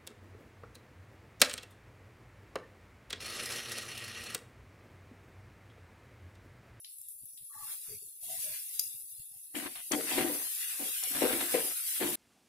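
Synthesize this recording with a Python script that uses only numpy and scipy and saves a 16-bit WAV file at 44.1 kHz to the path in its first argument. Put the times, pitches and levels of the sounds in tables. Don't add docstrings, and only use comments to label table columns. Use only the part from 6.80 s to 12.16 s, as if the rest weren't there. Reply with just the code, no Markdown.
import sys
import numpy as np
from scipy import signal
from scipy.fft import rfft, irfft
from scipy.io import wavfile
from scipy.ndimage import uniform_filter1d

SR = 44100
rng = np.random.default_rng(int(sys.argv[2]) if len(sys.argv) > 2 else 0)


def gain_from_decibels(decibels):
    exponent = np.asarray(decibels, float) / 20
    return 10 ** exponent


def unload_audio(sound):
    columns = np.transpose(np.atleast_2d(sound))
    steps = np.round(np.clip(columns, -1, 1) * 32767)
    wavfile.write(sys.argv[1], SR, steps.astype(np.int16))


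N = 236189
T = np.arange(N) / SR
HZ = np.maximum(np.arange(N // 2 + 1) * SR / N, 1)

# f/Hz, relative level per Hz/dB
FLOOR_SPECTRUM = [(12, -47), (20, 31.5), (60, 10.5), (122, -5), (360, -19), (509, -40), (943, -41.5),
                  (2000, -40), (2600, -56), (4400, -120)]
# centre t/s, length/s, level/dB
LOW_PUFFS = [(0.2, 0.016, -81), (0.272, 0.014, -86), (0.359, 0.0073, -70), (0.43, 0.011, -68),
             (0.445, 0.012, -68), (0.538, 0.0087, -72), (0.617, 0.0092, -64), (0.806, 0.098, -65.5),
             (0.902, 0.014, -73), (1.128, 0.092, -63.5), (1.251, 0.055, -77), (1.51, 0.17, -68),
             (1.682, 0.1, -66), (1.954, 0.0064, -66), (2.062, 0.021, -72.5), (2.154, 0.018, -69),
             (2.231, 0.04, -73), (2.334, 0.0099, -70.5), (2.402, 0.0069, -55), (2.52, 0.006, -70),
             (2.564, 0.0087, -69.5), (3.827, 0.01, -75), (4.114, 0.017, -64)]
# start t/s, end t/s, f/Hz, filter width/Hz, mean level/dB
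NARROW_HUMS = [(0.693, 0.865, 1163, 68, -56), (0.733, 0.886, 846, 63, -61.5),
               (0.71, 0.857, 1740, 340, -62.5), (0.847, 0.964, 1320, 760, -58.5),
               (0.81, 1.2, 2490, 97, -74), (1.076, 1.171, 414, 25, -52.5), (1.03, 1.153, 1400, 1100, -69.5),
               (1.215, 1.237, 394, 63, -55), (1.26, 1.28, 350, 140, -62.5), (1.417, 1.46, 680, 78, -59.5),
               (1.46, 1.6, 745, 15, -58), (1.45, 1.78, 1030, 81, -72), (1.48, 1.56, 670, 41, -54.5),
               (1.623, 1.734, 601, 42, -55.5), (1.45, 1.52, 350, 110, -64.5), (2.51, 2.58, 780, 39, -75.5),
               (2.505, 2.52, 430, 150, -74)]
# t/s, level/dB, centre f/Hz, hissing tail re crack/dB, blow to the steel part re crack/dB
SHARP_TICKS = [(0.046, -36.5, 4160, -16, -43), (0.185, -37, 10900, -16.5, -71),
               (0.215, -31, 11000, -60, -62), (0.2856, -38, 11000, -4.5, -59),
               (0.3885, -42, 11500, -21, -66), (0.456, -36, 11500, -20, -63),
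               (0.575, -44.5, 3780, -15, -62), (1.9949, -12, 11600, -24, -22),
               (2.039, -33, 11520, -7.5, -56), (2.7524, -35, 2380, -3.5, -53),
               (2.957, -44.5, 3240, -4.5, -33), (3.1196, -18, 7230, -18.5, -28.5),
               (3.327, -39.5, 4050, 1.5, -42), (3.377, -38, 2640, -1, -56), (4.237, -21.5, 7100, -36, -54),
               (4.4262, -33, 2600, -24, -37), (4.742, -32, 2230, -6.5, -32), (5.204, -39, 2120, -20, -39.5)]
# f/Hz, level/dB, t60/s
STEEL_MODES = [(2650, -6, 0.05), (4850, 10, 0.045), (5090, 10, 0.03), (4620, -2, 0.03), (5650, 9, .025),
               (6300, 9, 0.03), (6750, 9, 0.03)]
# f/Hz, level/dB, t60 before the food damps it/s
PAN_MODES = [(170.5, 1, 0.29), (260.7, -6.5, 0.15), (300, -2, 0.12), (343, -5.5, 0.13), (392, -3, 0.086),
             (456, -4.5, 0.1), (489, -6, 0.077), (515.6, -2, 0.082), (608.7, -9.5, 0.2), (628.5, -6, 0.14),
             (756, 0, 0.14), (877.5, -4.5, 0.19), (999, -4, 0.1), (1174, -5.5, 0.085), (1555, -9.5, 0.11),
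             (1670, -6, 0.11), (1966, 8.5, 0.04), (2460, -5.5, .05)]
# t/s, level/dB, push length/ms, favoured mode f/Hz
PAN_KNOCKS = [(2.757, -32, 2.9, 300), (2.855, -35, 1.14, 300), (2.953, -56, 0.74, 756),
              (3.108, -27.5, 1.1, 330), (3.122, -30.5, 0.95, 1070), (3.141, -31, 1.46, 256),
              (3.165, -37, 0.86, 456), (3.243, -37.5, 1.7, 300), (3.31, -25, 3.3, 300),
              (3.314, -29, 1, 900), (3.377, -17, 0.92, 322), (3.402, -31, 1.3, 300), (3.426, -32, 1.4, 300),
              (3.446, -26.5, 1.4, 342), (3.495, -33, 1.05, 510), (3.995, -42, 2, 300),
              (4.003, -41, 1.6, 705), (4.227, -52, 0.49, 756), (4.302, -46, 1.5, 260),
              (4.268, -48.5, 1.1, 477), (4.347, -35.5, 1.8, 260), (4.377, -33, 1.6, 260),
              (4.417, -19, 1.14, 515), (4.421, -22, 1.6, 300), (4.44, -26, 0.82, 515),
              (4.487, -36, 1.15, 473), (4.53, -30, 1.9, 340), (4.578, -32, 1.4, 337),
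              (4.61, -34.5, 1.25, 383), (4.738, -21.5, 1.3, 343), (4.756, -26.5, 1.3, 507),
              (4.79, -34, 1.4, 503), (5.208, -21, 1.5, 300), (5.242, -27.5, 2.2, 267),
              (5.285, -27.5, 1.8, 344)]
# hardest contact t/s, rise/s, time until it lifts off/s, boom level/dB, rasp level/dB, favoured mode f/Hz
SKIMMER_STROKES = [(2.747, 0.0075, 0.18, -31.5, -46.5, 300), (2.859, 0.09, 0.018, -38, -43, 300),
                   (2.955, 0.0076, 0.047, -77, -50.5, 770), (3.117, 0.0062, 0.033, -20, -33.5, 278),
                   (3.181, 0.039, 0.24, -32, -44, 450), (3.316, 0.04, 0.11, -35.5, -47, 300),
                   (3.386, 0.06, 0.29, -25, -34, 318), (3.447, 0.2, 0.045, -29.5, -57, 330),
                   (3.502, .04, 0.13, -36, -71, 423), (3.921, 0.061, 0.11, -85, -55.5, 890),
                   (4.001, 0.019, 0.055, -36.5, -51, 323), (4.054, 0.059, 0.039, -45.5, -69, 495),
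                   (4.231, 0.012, 0.012, -68, -46, 777), (4.26, 0.024, 0.0099, -73, -56, 476),
                   (4.305, 0.033, 0.046, -41, -67, 260), (4.359, 0.048, 0.058, -34.5, -37.5, 266),
                   (4.418, 0.0084, 0.118, -20, -33.5, 475), (4.531, 0.059, 0.094, -31, -37.5, 338),
                   (4.612, 0.033, 0.15, -36, -40, 343), (4.739, 0.017, 0.067, -23.5, -40.5, 510),
                   (4.83, 0.045, 0.092, -38, -45, 440), (5.211, 0.019, 0.029, -24, -35, 347),
                   (5.259, 0.05, .2, -27.5, -43, 310)]
# f/Hz, relative level per Hz/dB
RASP_SPECTRUM = [(470, -4), (770, 8.5), (822, -13.5), (900, 5), (1330, 6), (1660, 8.5), (4320, 0),
                 (6660, -22), (8000, -4.5), (10400, -21), (17600, -120)]
# t/s, fine fizz level before a fixed lift/dB, steam hiss level/dB
FRY_LEVELS = [(0.0, -46.5, -93), (.13, -44, -75), (.68, -44, -82), (.79, -41.5, -68), (.93, -38, -51),
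              (1.0, -40, -57.5), (1.15, -40.5, -59.5), (1.25, -42, -72), (1.4, -44, -72), (1.44, -39, -61),
              (1.5, -38, -46.5), (1.64, -34, -46.5), (1.75, -37.5, -45.5), (1.87, -39.5, -59.5),
              (2.0, -38, -54), (2.2, -41.5, -72.5), (2.73, -43.5, -67.5), (2.76, -38.5, -40),
              (3.0, -41.5, -51.5), (3.1, -39.5, -56), (3.13, -37, -52), (3.3, -35.5, -34),
              (3.6, -33.5, -45.5), (3.9, -36, -39.5), (4.2, -33, -41), (4.45, -31.5, -34),
              (4.6, -32.5, -37), (5.0, -33, -42), (5.356, -32.5, -37.5)]
# f/Hz, relative level per Hz/dB
FIZZ_SPECTRUM = [(1470, -35), (2500, -24), (2770, -4), (3040, -45), (3310, -7), (4140, -7.5), (5500, -5.5),
                 (6400, -5.5), (7650, -3), (9010, 0.5), (10000, 5), (10750, 7), (11600, 4.5), (13000, 2),
                 (14900, -0.5), (15600, -4), (16000, -41)]
# f/Hz, relative level per Hz/dB
STEAM_SPECTRUM = [(600, -44), (800, -26), (1180, -11.5), (2000, -2), (2800, -1.5), (3050, -3.5), (3300, -2),
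                  (4250, -8), (6550, -7), (9000, 0), (11700, -18), (19800, -120)]
# f/Hz, depth/dB
PATCH_DEPTH = [(0, 3.3), (6000, 3.3), (8500, 1.8), (11000, 1.3), (12500, 2), (22050, 2)]
# f/Hz, likeness/0-1
STEREO_LIKENESS = [(60, 1), (130, 0.9), (290, 0.76), (640, 0.75), (1410, 0), (3100, 0.01), (6820, 0),
                   (15000, 0.07)]
# f/Hz, left minus right level/dB
PORT_BALANCE = [(60, 2), (110, 5), (200, 5), (380, 4.5), (700, 7.5), (1290, 4), (2380, 2), (4400, 2.5),
                (8120, 3.5), (15000, 0.5)]


def unit(x):
    return x / np.sqrt(np.mean(x ** 2))


def over_hz(table):
    hz, value = np.transpose(table)
    return np.interp(np.log(HZ), np.log(hz), value)


def colour(x, spectrum):
    return unit(irfft(rfft(x) * gain_from_decibels(over_hz(spectrum)), N))


def high_pass(x, order, hz):
    return signal.sosfilt(signal.butter(order, hz, "high", fs=SR, output="sos"), x)


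def band(x, hz, width):
    return signal.lfilter(*signal.iirpeak(min(hz, SR * .4), hz / width, SR), x)


def walk(rate):
    k = int(SR / rate)
    levels = np.repeat(rng.standard_normal(N // k + 1), k)
    return unit(uniform_filter1d(uniform_filter1d(levels, k), k)[:N])


def pair(draw):
    like = np.clip(over_hz(STEREO_LIKENESS), 0, .98)
    mid = rfft(draw()) * np.sqrt(1 + like)
    side = rfft(draw()) * np.sqrt(1 - like)
    return irfft(np.array([mid + side, mid - side]), N)


def crackle(rate, spread_db):
    here = rng.random(N) < rate / SR
    return unit(here * rng.standard_normal(N) * gain_from_decibels(spread_db * rng.exponential(size=N)))


def patchy(x, deeper):
    patch_hz, patch_s = 220, .08
    hz, s, z = signal.stft(x, SR, nperseg=1024)
    field = rng.standard_normal(z.shape[1:])
    for axis, size in enumerate([patch_hz * 1024 / SR, patch_s * SR / 512]):
        field = uniform_filter1d(field, size=max(int(size), 1), axis=axis)
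    depth_db = np.outer(np.interp(hz, *np.transpose(PATCH_DEPTH)), np.interp(s, T, deeper))
    gain = gain_from_decibels(depth_db * unit(field) - np.log(10) / 20 * depth_db ** 2)
    return signal.istft(z * gain, SR, nperseg=1024)[1][:, :N]


def ring(x, modes):
    food_t60_s = .2
    out = 0
    for hz, db, t60 in modes:
        keep = gain_from_decibels(-60 / (min(t60, food_t60_s) * SR))
        turn = 2 * np.pi * hz / SR
        out = out + gain_from_decibels(db) * signal.lfilter([0, keep * np.sin(turn)], [1, -2 * keep * np.cos(turn), keep ** 2], x)
    return out


def favour(hz):
    db_per_octave = 18
    octaves = np.abs(np.log2(np.transpose(PAN_MODES)[0][:, None] / np.asarray(hz)))
    return gain_from_decibels(-db_per_octave * np.minimum(octaves, 0.8))


def radiate(x):
    return high_pass(x, 5, 232)


def room(x):
    t60_s, level_db = .35, -11
    t = T[:SR // 2]
    tail = rng.standard_normal((2, len(t))) * np.exp(-np.log(1000) * t / t60_s)
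    tail *= np.minimum(t / 0.0013, 1)
    tail /= np.sqrt(np.sum(tail ** 2, 1, keepdims=True))
    return gain_from_decibels(level_db) * signal.fftconvolve(x, tail, axes=1)[:, :N]


def rumble(booms):
    floor_db, shake_db, fade_db_per_s = -87.5, -32, 1000
    gain = 0
    for s, length, db in LOW_PUFFS:
        outside = np.maximum(np.abs(T - s) - length / 2, 0)
        gain = gain + gain_from_decibels(db - fade_db_per_s * outside)
    puffs = band(band(pair(lambda: crackle(220.0, 1.0)), 105.0, 41.0), 110.0, 162.5)
    puffs = unit(high_pass(puffs, 4, 95.))
    deep = colour(pair(lambda: rng.standard_normal(N)), FLOOR_SPECTRUM)
    return (gain + gain_from_decibels(shake_db) * booms.sum(0)) * puffs + (gain_from_decibels(floor_db) + gain_from_decibels(-8) * gain) * deep


def hums():
    rise_s, fade_s = .025, .06
    out = 0
    for start, end, hz, width, db in NARROW_HUMS:
        gate = np.clip(np.minimum((T - start) / rise_s, (end - T) / fade_s + .5), 0, 1) ** 2
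        hum = unit(band(band(rng.standard_normal(N), hz, 2 * width), hz, width))
        out = out + gain_from_decibels(db + 2.2 * walk(60.)) * gate * hum
    return out * np.ones((2, 1))


def ticks():
    crack_t60_s, tail_t60_s = .012, .32
    widest_hz, width_share = 4540, 0.73
    cracks, force, t = np.zeros((2, N)), np.zeros(N), T[:SR // 4]
    for s, db, hz, tail_db, steel_db in SHARP_TICKS:
        start = int(s * SR)
        width = min(widest_hz, width_share * hz)
        fade = gain_from_decibels(-60 * t / crack_t60_s) + gain_from_decibels(tail_db - 60 * t / tail_t60_s)
        noise = rng.standard_normal((2, len(t)))
        hiss = unit(band(band(band(noise, hz, width), hz, width), hz, 2 * width))
        cracks[:, start:][:, :len(t)] += (gain_from_decibels(db) * fade * hiss)[:, :N - start]
        force[start] = gain_from_decibels(db + steel_db)
    cracks = cracks * gain_from_decibels(np.array([[1], [-1]]))
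    steel = band(band(ring(force, STEEL_MODES), 5200.0, 5850.0), 5200.0, 7700.0)
    return cracks, steel * np.array([[1], [.3]])


def knocks():
    struck = np.zeros((len(PAN_MODES), N))
    for gains, (s, db, ms, _) in zip(favour(np.transpose(PAN_KNOCKS)[3]).T, PAN_KNOCKS):
        push = np.hanning(max(int(ms * SR / 1000), 3))
        struck[:, int(s * SR):][:, :len(push)] += gain_from_decibels(db) * np.outer(gains, push / push.sum())
    pan = 0
    for k, (blows, mode) in enumerate(zip(struck, PAN_MODES)):
        pan = pan + (-1) ** (k // 2) * ring(blows, [mode])
    return radiate(pan) * np.ones((2, 1))


def strokes():
    rise_db, hold_s = 22.5, 0.0038
    boom_sag, rasp_sag, lift = 137, 64, 1087.5
    booms, rasp = [], 0
    for s, rise, hold, boom_db, rasp_db, _ in SKIMMER_STROKES:
        ends_db = rise_db * np.minimum(T - s, 0) / rise - lift * np.maximum(T - s - hold, 0)
        booms.append(gain_from_decibels(boom_db + ends_db - boom_sag * np.maximum(T - s - hold_s, 0)))
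        rasp = rasp + gain_from_decibels(rasp_db + ends_db - rasp_sag * np.maximum(T - s, 0))
    return np.array(booms), rasp


def scraping(booms, rasp):
    jolts = pair(lambda: crackle(1500., 1.0)) * gain_from_decibels(1.5 * walk(80.))
    soft = signal.lfilter(*signal.butter(1, 900., fs=SR), jolts)
    size = np.sqrt(np.mean(ring(soft[:, :SR], PAN_MODES) ** 2))
    shaken = favour(np.transpose(SKIMMER_STROKES)[5]) @ booms
    pan = sum(ring(gain * soft, [mode]) for gain, mode in zip(shaken, PAN_MODES)) / size
    thud = unit(band(jolts, 490.0, 160.0))
    grit = colour(pair(lambda: crackle(1800., 1.9)), RASP_SPECTRUM)
    grit = patchy(grit, np.ones(N) / 2) * gain_from_decibels(2.15 * walk(51.0))
    return radiate(gain_from_decibels(3.0) * pan + gain_from_decibels(-18.0) * booms.sum(0) * thud) + rasp * grit


def spits():
    t60_s = 0.005
    pops = signal.lfilter([1], [1, -gain_from_decibels(-60 / (t60_s * SR))], np.abs(crackle(90., .6)))
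    return high_pass(unit(pops * rng.standard_normal(N)), 2, 6000)


def fizz_grains():
    return crackle(9000., 1.8) + 1.23 * rng.standard_normal(N) + gain_from_decibels(-19) * spits()


def thin_out(fizz, weak_db):
    split_hz, low_cut_db_per_db = 6500, 0.9
    peak_hz, peak_width_hz, narrow_db_per_db = 10730, 840, 1.14
    low = irfft(rfft(fizz) / (1 + (HZ / split_hz) ** 8), N)
    fizz = fizz - low * (1 - gain_from_decibels(-low_cut_db_per_db * weak_db))
    peak = irfft(rfft(fizz) / (1 + (2 * (HZ - peak_hz) / peak_width_hz) ** 4), N)
    return peak + gain_from_decibels(-narrow_db_per_db * weak_db) * (fizz - peak)


def frying():
    boil_db, turned_s = -38, 3.12
    s, fine_db, coarse_db = np.transpose(FRY_LEVELS)
    fine_db, coarse_db = np.interp(T, s, fine_db), np.interp(T, s, coarse_db)
    weak_db = np.maximum(boil_db - fine_db, 0)
    fizz = thin_out(colour(pair(fizz_grains), FIZZ_SPECTRUM), weak_db)
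    steam = colour(pair(lambda: crackle(2000.0, 2.0) + 2.1 * rng.standard_normal(N)), STEAM_SPECTRUM)
    steam = np.where(T < turned_s, high_pass(steam, 3, 1730), steam)
    flicker = walk(30.)
    deeper = 1 + .08 * weak_db
    fizz_gain = gain_from_decibels(1.5) * gain_from_decibels(fine_db + 0.69 * flicker + 0.57 * walk(90.))
    steam_gain = gain_from_decibels(coarse_db + 1.5 * flicker)
    return fizz_gain * patchy(fizz, deeper) + steam_gain * patchy(steam, deeper)


def scene():
    cracks, steel = ticks()
    booms, rasp = strokes()
    walls = room(cracks + gain_from_decibels(5) * steel)
    metal = scraping(booms, rasp) + knocks() + cracks + steel
    return rumble(booms) + hums() + walls + metal + frying()


def drop_weak_patches(x, share):
    least_db = -24
    hz, _, z = signal.stft(x, SR, nperseg=1024)
    power = uniform_filter1d(uniform_filter1d(np.abs(z.sum(0)) ** 2, size=5, axis=0), size=4, axis=1)
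    around = uniform_filter1d(power, size=25, axis=0)
    strength = share * np.interp(hz, [700, 2000, 7000, 10000], [0.0071, 0.46, 1.35, 0.86])[:, None]
    gain = np.clip((power / (strength * around + 1e-18) - 1) * 2.0, gain_from_decibels(least_db), 1)
    return signal.istft(z * gain, SR, nperseg=1024)[1][:, :N]


def roll_off(x):
    return signal.sosfilt(signal.butter(12, 15700, fs=SR, output="sos"), x)


def record(dry):
    tilt = over_hz(PORT_BALANCE) / 2
    ports = irfft(rfft(dry) * gain_from_decibels(np.array([tilt, -tilt])), N)
    mix = gain_from_decibels(-3.0) * drop_weak_patches(ports, 0.51)
    return roll_off(mix)


dry = scene()
out = record(dry)
unload_audio(out)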